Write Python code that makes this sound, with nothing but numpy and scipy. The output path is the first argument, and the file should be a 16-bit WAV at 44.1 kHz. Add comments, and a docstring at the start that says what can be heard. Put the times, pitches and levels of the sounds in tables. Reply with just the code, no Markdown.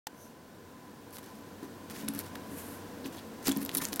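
"""On a rough mat on a wooden table, two stag beetles wrestle while a stick prods them, close to the microphone.
Claws and stick rasp over the weave as coloured friction noise; hooked claws chatter in rows of ringing slips.
Jaws and shells click as short high rings, shoves thump the table's modes, and a rustle and faint squeak pass.
The room's dull rush, noise with wavering resonances, follows a hollow click and gradually grows."""
import sys
import numpy as np
from scipy import signal
from scipy.fft import rfft, irfft, next_fast_len
from scipy.io import wavfile
from scipy.ndimage import uniform_filter1d, map_coordinates

SR = 44100
rng = np.random.default_rng(int(sys.argv[2]) if len(sys.argv) > 2 else 0)


def put_to_file(sound):
    """Save the sound as 16-bit audio at rate SR, in the file named by the first command-line argument."""
    columns = np.atleast_2d(sound).T  # one column per channel
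    safe = np.clip(columns, -1, 1)
    whole_steps = np.round(safe * 32767)
    wavfile.write(sys.argv[1], SR, whole_steps.astype(np.int16))


N = 176400

# claws and stick dragging over the weave [t/s, length/s, rasp level/dB, fizz level/dB]
SCRAPES = [(1.12, 0.05, -52, -50), (1.182, 0.011, -48.5, -55), (1.212, 0.082, -55, -72),
           (1.337, 0.054, -68, -68), (1.617, .043, -60, -78), (1.898, 0.025, -45.5, -54),
           (1.927, 0.093, -46, -57.5), (2.082, 0.0053, -40, -46), (2.135, 0.063, -47.5, -53),
           (2.193, 0.016, -46, -48), (2.232, 0.043, -51, -71), (2.352, 0.0058, -42.5, -43.5),
           (3.048, 0.024, -45, -58), (3.108, 0.082, -51.5, -68), (3.423, 0.033, -46.5, -57),
           (3.449, 0.039, -43, -47), (3.469, 0.0069, -31.5, -45), (3.479, 0.0039, -30.5, -35),
           (3.4899, 0.0088, -30.5, -36), (3.5, 0.031, -42, -58), (3.513, .005, -49, -37),
           (3.544, 0.055, -47.5, -58), (3.57, 0.0044, -67, -39), (3.603, 0.033, -45, -45),
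           (3.72, 0.054, -42.5, -45), (3.77, 0.0036, -52, -23), (3.774, 0.01, -53, -24),
           (3.812, 0.015, -36.5, -44), (3.829, 0.019, -41, -37), (3.85, 0.043, -50, -52),
           (3.921, 0.0097, -45.5, -41), (3.9383, 0.0021, -41, -29), (3.963, 0.011, -45, -53),
           (3.9945, 0.019, -25, -29)]
# a hooked claw chattering across the fibres [t/s, length/s, level/dB, f/Hz]
SCRATCHES = [(2.080, 0.0052, -39, 3370), (1.952, 0.052, -57.5, 6500), (3.043, 0.013, -50.5, 4670),
             (3.171, .028, -55, 3800), (3.447, 0.023, -43, 5560), (3.472, .005, -32.5, 4240),
             (3.479, 0.0052, -42, 1380), (3.773, 0.015, -41, 4760), (3.8, 0.021, -45.5, 1660),
             (3.842, 0.0058, -44, 2700), (3.925, .012, -43, 3800), (3.995, 0.0088, -34.5, 3600)]
# hard contacts of jaws, claws and shells [t/s, ring level/dB, f/Hz, t60/s]
CLICKS = [(1.108, -40, 10000, .003), (1.1692, -22.5, 4500, 0.00046), (1.293, -50, 12300, .003),
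          (1.8995, -24, 5050, 0.00045), (2.0862, -11.5, 11000, 0.0014), (2.1375, -27.5, 12100, 0.0026),
          (2.1497, -24, 11400, 0.0018), (2.1909, -13.5, 13100, 0.0019), (2.3545, -30.5, 3560, 0.0038),
          (2.3565, -29, 1580, 0.0043), (3.0595, -28, 2880, 0.003), (3.471, -13, 8000, 0.0012),
          (3.4795, -28, 8900, .0012), (3.4905, -18, 4020, 0.002), (3.515, -26, 3400, 0.015),
          (3.5202, -13.5, 7640, 0.00096), (3.564, -27, 4940, 0.0014), (3.5722, -22, 11900, .004),
          (3.6505, -17, 12900, 0.0024), (3.6616, -14.5, 9050, 0.00033), (3.6929, -17, 3440, 0.0017),
          (3.6935, -33, 2100, 0.012), (3.7155, -23.5, 4120, 0.00091), (3.744, -23, 12600, .002),
          (3.7499, -10, 10700, 0.002), (3.751, -9.5, 11600, 0.0013), (3.7705, -17, 9600, 0.0067),
          (3.8527, -10.5, 6830, 0.0015), (3.8867, -20.5, 8500, 0.00094), (3.9307, -12.5, 5070, 0.0007),
          (3.9601, -10.5, 11300, 0.00055)]
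# shoves that reach the table [t/s, peak level/dB, f/Hz where the shove is strongest]
THUMPS = [(1.628, -31.5, 385), (2.033, -30, 220), (2.088, -28.5, 218), (2.149, -33, 225),
          (2.358, -42.5, 273), (2.517, -36.5, 267), (3.053, -33, 290), (3.470, -28, 366),
          (3.485, -20.5, 284), (3.565, -24, 245), (3.626, -32, 270), (3.74, -36, 284), (3.763, -31.5, 233),
          (3.855, -38, 256), (3.936, -36, 276)]
# modes of the table, before the push favours some of them [f/Hz, level/dB, t60/s]
TABLE_MODES = [(176, 1, 0.034), (212.8, -2.5, 0.17), (275.3, 0, 0.19), (322, 3, 0.054), (389, -12, 0.13),
               (540, -4, 0.022), (1002, -8.5, 0.11), (1814, -1, 0.022)]
# relative spectrum of the rough rasp [f/Hz, level/dB]
RASP_COLOUR = [(40, -50), (150, -23), (500, 1.5), (1000, 4.5), (1700, 6), (2400, 2.5), (3800, 1),
               (6200, 0.5), (9000, -3), (16000, -5.5)]
# relative spectrum of the bright fizz [f/Hz, level/dB]
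FIZZ_COLOUR = [(1500, -73), (3500, -66), (4500, -6), (7500, -7), (9500, 4.5), (12500, 8), (15000, 0),
               (16500, 0.5)]
# spectrum of cracks and random ticks [f/Hz, level/dB]
CRACK_COLOUR = [(40, -45), (150, -30), (600, -16), (1700, -36), (2500, -5), (4000, 8.5), (7000, 4),
                (12000, 12), (16000, -1)]
# relative spectrum of the soft rustle [f/Hz, level/dB]
RUSTLE_COLOUR = [(300, -20), (1000, -2), (1600, 0.5), (3800, -7.5), (6500, -5.5), (9000, 0), (12500, 3),
                 (16000, -9)]
# swell of the rustle [t/s, level/dB]
RUSTLE_LEVEL = [(2.42, -76), (2.52, -54.5), (2.56, -54), (2.585, -45), (2.63, -52), (2.74, -52.5),
                (2.83, -68)]
# relative spectrum of the room's rush [f/Hz, level/dB]
ROOM_COLOUR = [(20, -31), (55, -15.5), (88, -12), (125, -7), (180, -3), (260, -1), (400, -6), (600, -9),
               (900, -12.5), (1250, -19), (1500, -14), (2100, -22.5), (3500, -24.5), (6000, -27),
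               (10000, -30.5), (16000, -30)]
# resonances in the rush, against its noise [f/Hz, width/Hz, level/dB]
DRONE = [(93, 11, -12), (220.2, 8, -9.5), (282.5, 7.9, -10.5), (476, 11.4, -11), (1011, 39, -10.5)]
# course of the rush [t/s, level/dB]
RUSH_LEVEL = [(.1, -54), (.9, -52), (1.35, -50), (1.85, -49), (2.15, -47), (2.9, -46.5), (3.3, -47.5),
              (4, -46)]
# stereo width of the fight: side against mid [f/Hz, level/dB]
FIGHT_SIDE = [(150, -13), (300, -26), (2000, -40), (9000, -15), (15000, -39)]
# stereo width of the room: side against mid [f/Hz, level/dB]
ROOM_SIDE = [(30, -24), (250, -24), (1200, -13.5), (2500, -37), (9000, -10.5), (15000, -45)]

# friction: tiny slips over smooth noise
GRAINS_PER_S, GRAIN_SPREAD_DB, SMOOTH_SHARE = 1900, 3, 0.65
# a stroke: rise and release as shares of its length, and easing off along it
SCRAPE_RISE, SCRAPE_RELEASE, SCRAPE_SAG_DB = 0.36, 0.22, 4.5
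# how strongly scraping shakes the table; rasp level above which it shakes no harder
SCRAPE_TABLE_DB, SHAKE_CEILING_DB = -1.5, -33
# changing colour and grip along a stroke
PATCH_DB, FLUTTER_DB, FLUTTER_PER_S = 1.5, 2.6, 170
# random ticks along a stroke: rate, boost over the stroke, stroke level above which they get no louder
TICKS_PER_S, TICK_DB, TICK_CEILING_DB = 51, 21, -60
SLIP_CYCLES = 16  # cycles until a slip has fallen by 60 dB
# differences from slip to slip; pitch change along a scratch
SLIP_SPREAD_DB, SLIP_SCATTER_OCT, SCRATCH_GLIDE_OCT = 3, 0.27, -0.2
CRACK_DB, CRACK_T60_S = -22.5, 0.019  # crack against the ring of its click
PUSH_S = 0.0014  # rise of a shove through the soft mat
SHOVE_OCTAVES, SHOVE_BROAD = 0.36, 0.23  # width of a shove's emphasis; share that reaches all modes
SQUEAK_S, SQUEAK_WIDTH_S, SQUEAK_HZ, SQUEAK_BAND_HZ = 0.23, 0.045, 6080, 420
SQUEAK_DB, SQUEAK_FIZZ_DB = -62.5, -61
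WALLS_DB, WALLS_T60_S, WALLS_TOP_HZ = -10, 0.22, 7000  # the room swallows the treble above this
ONSET_S, ONSET_DB, ONSET_HZ, ONSET_T60_S, ONSET_CRACK_DB = .0697, -31.5, 864, 0.031, -30
WAVER_DB, WAVERS_PER_S = 1.5, 6.93  # each resonance of the rush comes and goes
BASS_LEAN = 0.093  # share of the bass added to the left and taken from the right
TOP_HZ = 16200  # middle of the top band edge


def scrapes():
    """Each stroke swells, sags and lets go; its rasp also shakes the table."""
    t, rasp, fizz = np.arange(N) / SR, np.zeros(N), np.zeros(N)
    for start, length, rasp_db, fizz_db in SCRAPES:
        u = (t - start) / length
        stroke = np.clip(u / SCRAPE_RISE, 0, 1) * amp(-SCRAPE_SAG_DB * np.clip(u, 0, 1))
        stroke *= np.exp(-np.clip((u - 1) / SCRAPE_RELEASE, 0, 20))
        rasp += amp(rasp_db) * stroke
        fizz += amp(fizz_db) * stroke

    slips = grit()
    grip = amp(FLUTTER_DB * np.clip(wobble(FLUTTER_PER_S), -2, 2))
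    rough = colour(patchy(grip * slips), RASP_COLOUR)
    bright = colour(patchy(grip * (slips + rng.standard_normal(N))), FIZZ_COLOUR)
    friction = rasp * rough + fizz * bright

    tick_times = rng.random(N) < TICKS_PER_S / SR
    ticks = tick_times * amp(TICK_DB) * np.minimum(rasp + fizz, amp(TICK_CEILING_DB))

    ring = table_ring(lambda hz: 1)
    push = np.minimum(rasp, amp(SHAKE_CEILING_DB)) * grit()
    shake = signal.fftconvolve(push, ring / np.linalg.norm(ring))[:N]
    return friction + shaped(ticks, CRACK_COLOUR) + amp(SCRAPE_TABLE_DB) * radiated(shake)


def scratches(count=14):
    """A claw slips in quick uneven steps; each slip rings the leg at a slightly different pitch."""
    out, t = np.zeros(N), np.arange(SR // 10) / SR
    for start, length, db, hz in SCRATCHES:
        u = (np.arange(count)[:, None] + rng.random((count, 1))) / count  # place of each slip in the scratch
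        detune, size = rng.standard_normal((2, count, 1))
        pitch = hz * 2 ** (SLIP_SCATTER_OCT * detune + SCRATCH_GLIDE_OCT * (u - .5))
        age = np.maximum(t - u * length, 0)
        rings = fade(age, SLIP_CYCLES / pitch) * np.sin(2 * np.pi * pitch * age)
        slips = np.sum(amp(SLIP_SPREAD_DB * size) * rings, axis=0)
        # same energy as a steady sound of this rms level and length
        add(out, start, amp(db) * slips * np.sqrt(length * SR) / np.linalg.norm(slips))
    return out


def clicks():
    """A hard contact rings briefly at its pitch and leaves a short broad crack."""
    out, t = np.zeros(N), np.arange(SR // 20) / SR
    noise = colour(rng.standard_normal(N), CRACK_COLOUR)
    for k, (start, db, hz, t60) in enumerate(CLICKS):
        ring = fade(t, t60) * np.sin(2 * np.pi * hz * t)
        crack = amp(CRACK_DB) * fade(t, CRACK_T60_S) * noise[k * len(t):][:len(t)]
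        add(out, start, amp(db) * (ring + crack))
    return out


def thumps():
    """Shoves, softened by the mat, ring the table; each favours the modes near its own frequency."""
    out = np.zeros(N)
    for start, db, shove_hz in THUMPS:
        ring = table_ring(lambda hz: SHOVE_BROAD + np.exp(-(np.log2(hz / shove_hz) / SHOVE_OCTAVES) ** 2))
        rise = 1 - np.exp(-np.arange(len(ring)) / SR / PUSH_S)
        ring = radiated(ring * rise)
        add(out, start, amp(db) * ring / np.abs(ring).max())
    return out


def swish():
    """A soft rustle of friction noise swells and fades as the stick is drawn back."""
    level = np.interp(np.arange(N) / SR, *np.transpose(RUSTLE_LEVEL), left=-np.inf, right=-np.inf)
    return amp(level) * colour(grit() + rng.standard_normal(N), RUSTLE_COLOUR)


def squeak():
    """A faint, thin rubbing squeak: one narrow resonance with a little fizz."""
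    swell = np.exp(-((np.arange(N) / SR - SQUEAK_S) / SQUEAK_WIDTH_S) ** 2 / 2)
    tone = amp(SQUEAK_DB) * band(SQUEAK_HZ, SQUEAK_BAND_HZ)
    return swell * (tone + amp(SQUEAK_FIZZ_DB) * colour(grit(), FIZZ_COLOUR))


def grit():
    """Friction as tiny slips of uneven size over smooth noise."""
    sizes = amp(GRAIN_SPREAD_DB * np.clip(rng.standard_normal(N), -2, 2))
    slips = (rng.random(N) < GRAINS_PER_S / SR) * sizes
    return unit(slips * rng.choice([-1, 1], N)) + SMOOTH_SHARE * rng.standard_normal(N)


def patchy(x):
    """The colour shifts at random as the contact point moves."""
    z = signal.stft(x, nperseg=256)[2]
    across_pitch = uniform_filter1d(rng.standard_normal(z.shape), size=5, axis=0)
    field = uniform_filter1d(across_pitch, size=9, axis=1)
    return signal.istft(z * amp(PATCH_DB * np.clip(unit(field), -2, 2)), nperseg=256)[1][:N]


def table_ring(weight, vary_db=1):
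    """The table's answer to one push; weight(Hz) says how well each mode is driven."""
    t, ring = np.arange(SR // 4) / SR, 0
    for hz, db, t60 in TABLE_MODES:
        level = weight(hz) * amp(db + vary_db * rng.standard_normal())
        ring = ring + level * fade(t, t60) * np.sin(2 * np.pi * hz * t)
    return ring


def radiated(x, edge_hz=130):
    """The table radiates little deep bass."""
    return signal.sosfilt(signal.butter(2, edge_hz, "high", fs=SR, output="sos"), x)


def walls(x):
    """A short, weak, dull room tail: decaying noise with softened treble."""
    t = np.arange(SR // 4) / SR
    tail = rng.standard_normal(len(t)) * fade(t, WALLS_T60_S) * (t > .002)
    wet = signal.fftconvolve(x, tail / np.linalg.norm(tail))[:N]
    return filtered(wet, lambda f: 1 / np.hypot(1, f / WALLS_TOP_HZ))


def opening_click():
    """The sound cuts in with a hollow click: a decaying tone and a burst of noise."""
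    out, t = np.zeros(N), np.arange(SR // 20) / SR
    crack = amp(ONSET_CRACK_DB) * fade(t, 0.02) * colour(rng.standard_normal(N), RASP_COLOUR)[:len(t)]
    tone = amp(ONSET_DB) * fade(t, ONSET_T60_S) * np.sin(2 * np.pi * ONSET_HZ * t)
    add(out, ONSET_S, crack + tone)
    return out


def room():
    """A dull rush of noise with a few wavering resonances."""
    drone = np.zeros(N)
    for hz, width, db in DRONE:
        waver = amp(WAVER_DB * wobble(WAVERS_PER_S))
        drone += amp(db) * unit(waver * band(hz, width))
    level = np.interp(np.arange(N) / SR, *np.transpose(RUSH_LEVEL))
    return amp(level) * (colour(rng.standard_normal(N), ROOM_COLOUR) + drone)


def amp(db):
    """Decibels to gain."""
    return 10 ** (np.asarray(db) / 20)


def unit(x):
    """Scale to rms 1."""
    return x / np.sqrt(np.mean(x ** 2) + 1e-20)


def fade(t, t60):
    """Exponential decay, 60 dB down at t60."""
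    return np.exp(-np.log(1000) * t / t60)


def wobble(rate):
    """A smooth random curve, rate knots a second."""
    knots = rng.standard_normal(int(N * rate / SR) + 4)
    return map_coordinates(knots, [np.arange(N) * rate / SR])


def filtered(x, response):
    """Multiply the spectrum of x by a response of frequency."""
    m = next_fast_len(N + 8192)
    return irfft(rfft(x, m) * response(np.fft.rfftfreq(m, 1 / SR)), m)[..., :N]


def shaped(x, points):
    """Equalise x by (Hz, dB) points, joined along log frequency."""
    hz, db = np.transpose(points)
    return filtered(x, lambda f: amp(np.interp(np.log(f + 1), np.log(hz), db)))


def colour(x, points):
    """Equalise x by (Hz, dB) points, at rms 1."""
    return unit(shaped(x, points))


def band(hz, width_hz):
    """Noise in one resonance, at rms 1."""
    def resonance(f):
        return 1j * f * width_hz / (hz * hz - f * f + 1j * f * width_hz)
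    return unit(filtered(rng.standard_normal(N), resonance))


def add(out, start, x):
    """Mix x into out at start seconds."""
    part = out[round(start * SR):][:len(x)]
    part += x[:len(part)]


def scene():
    """The fight is close and nearly mono; the bass of the mix leans a little left."""
    fight = scrapes() + scratches() + clicks() + thumps() + swish() + squeak()
    mid = fight + amp(WALLS_DB) * walls(fight) + room() + opening_click()
    quarter_turn = filtered(fight, lambda f: 1j)  # a phase shift spreads the fight evenly
    spread = shaped(quarter_turn, FIGHT_SIDE) + shaped(room(), ROOM_SIDE)
    side = spread + filtered(mid, lambda f: BASS_LEAN / (1 + (f / 380) ** 4))
    return np.array([mid + side, mid - side])


def record(dry):
    """Silence until just before the opening click; nothing above the top band edge."""
    opened = np.arange(N) / SR > ONSET_S - .001
    return filtered(dry * opened, lambda f: np.clip((TOP_HZ - f) / 400 + .5, 0, 1))


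dry = scene()
out = record(dry)
put_to_file(out)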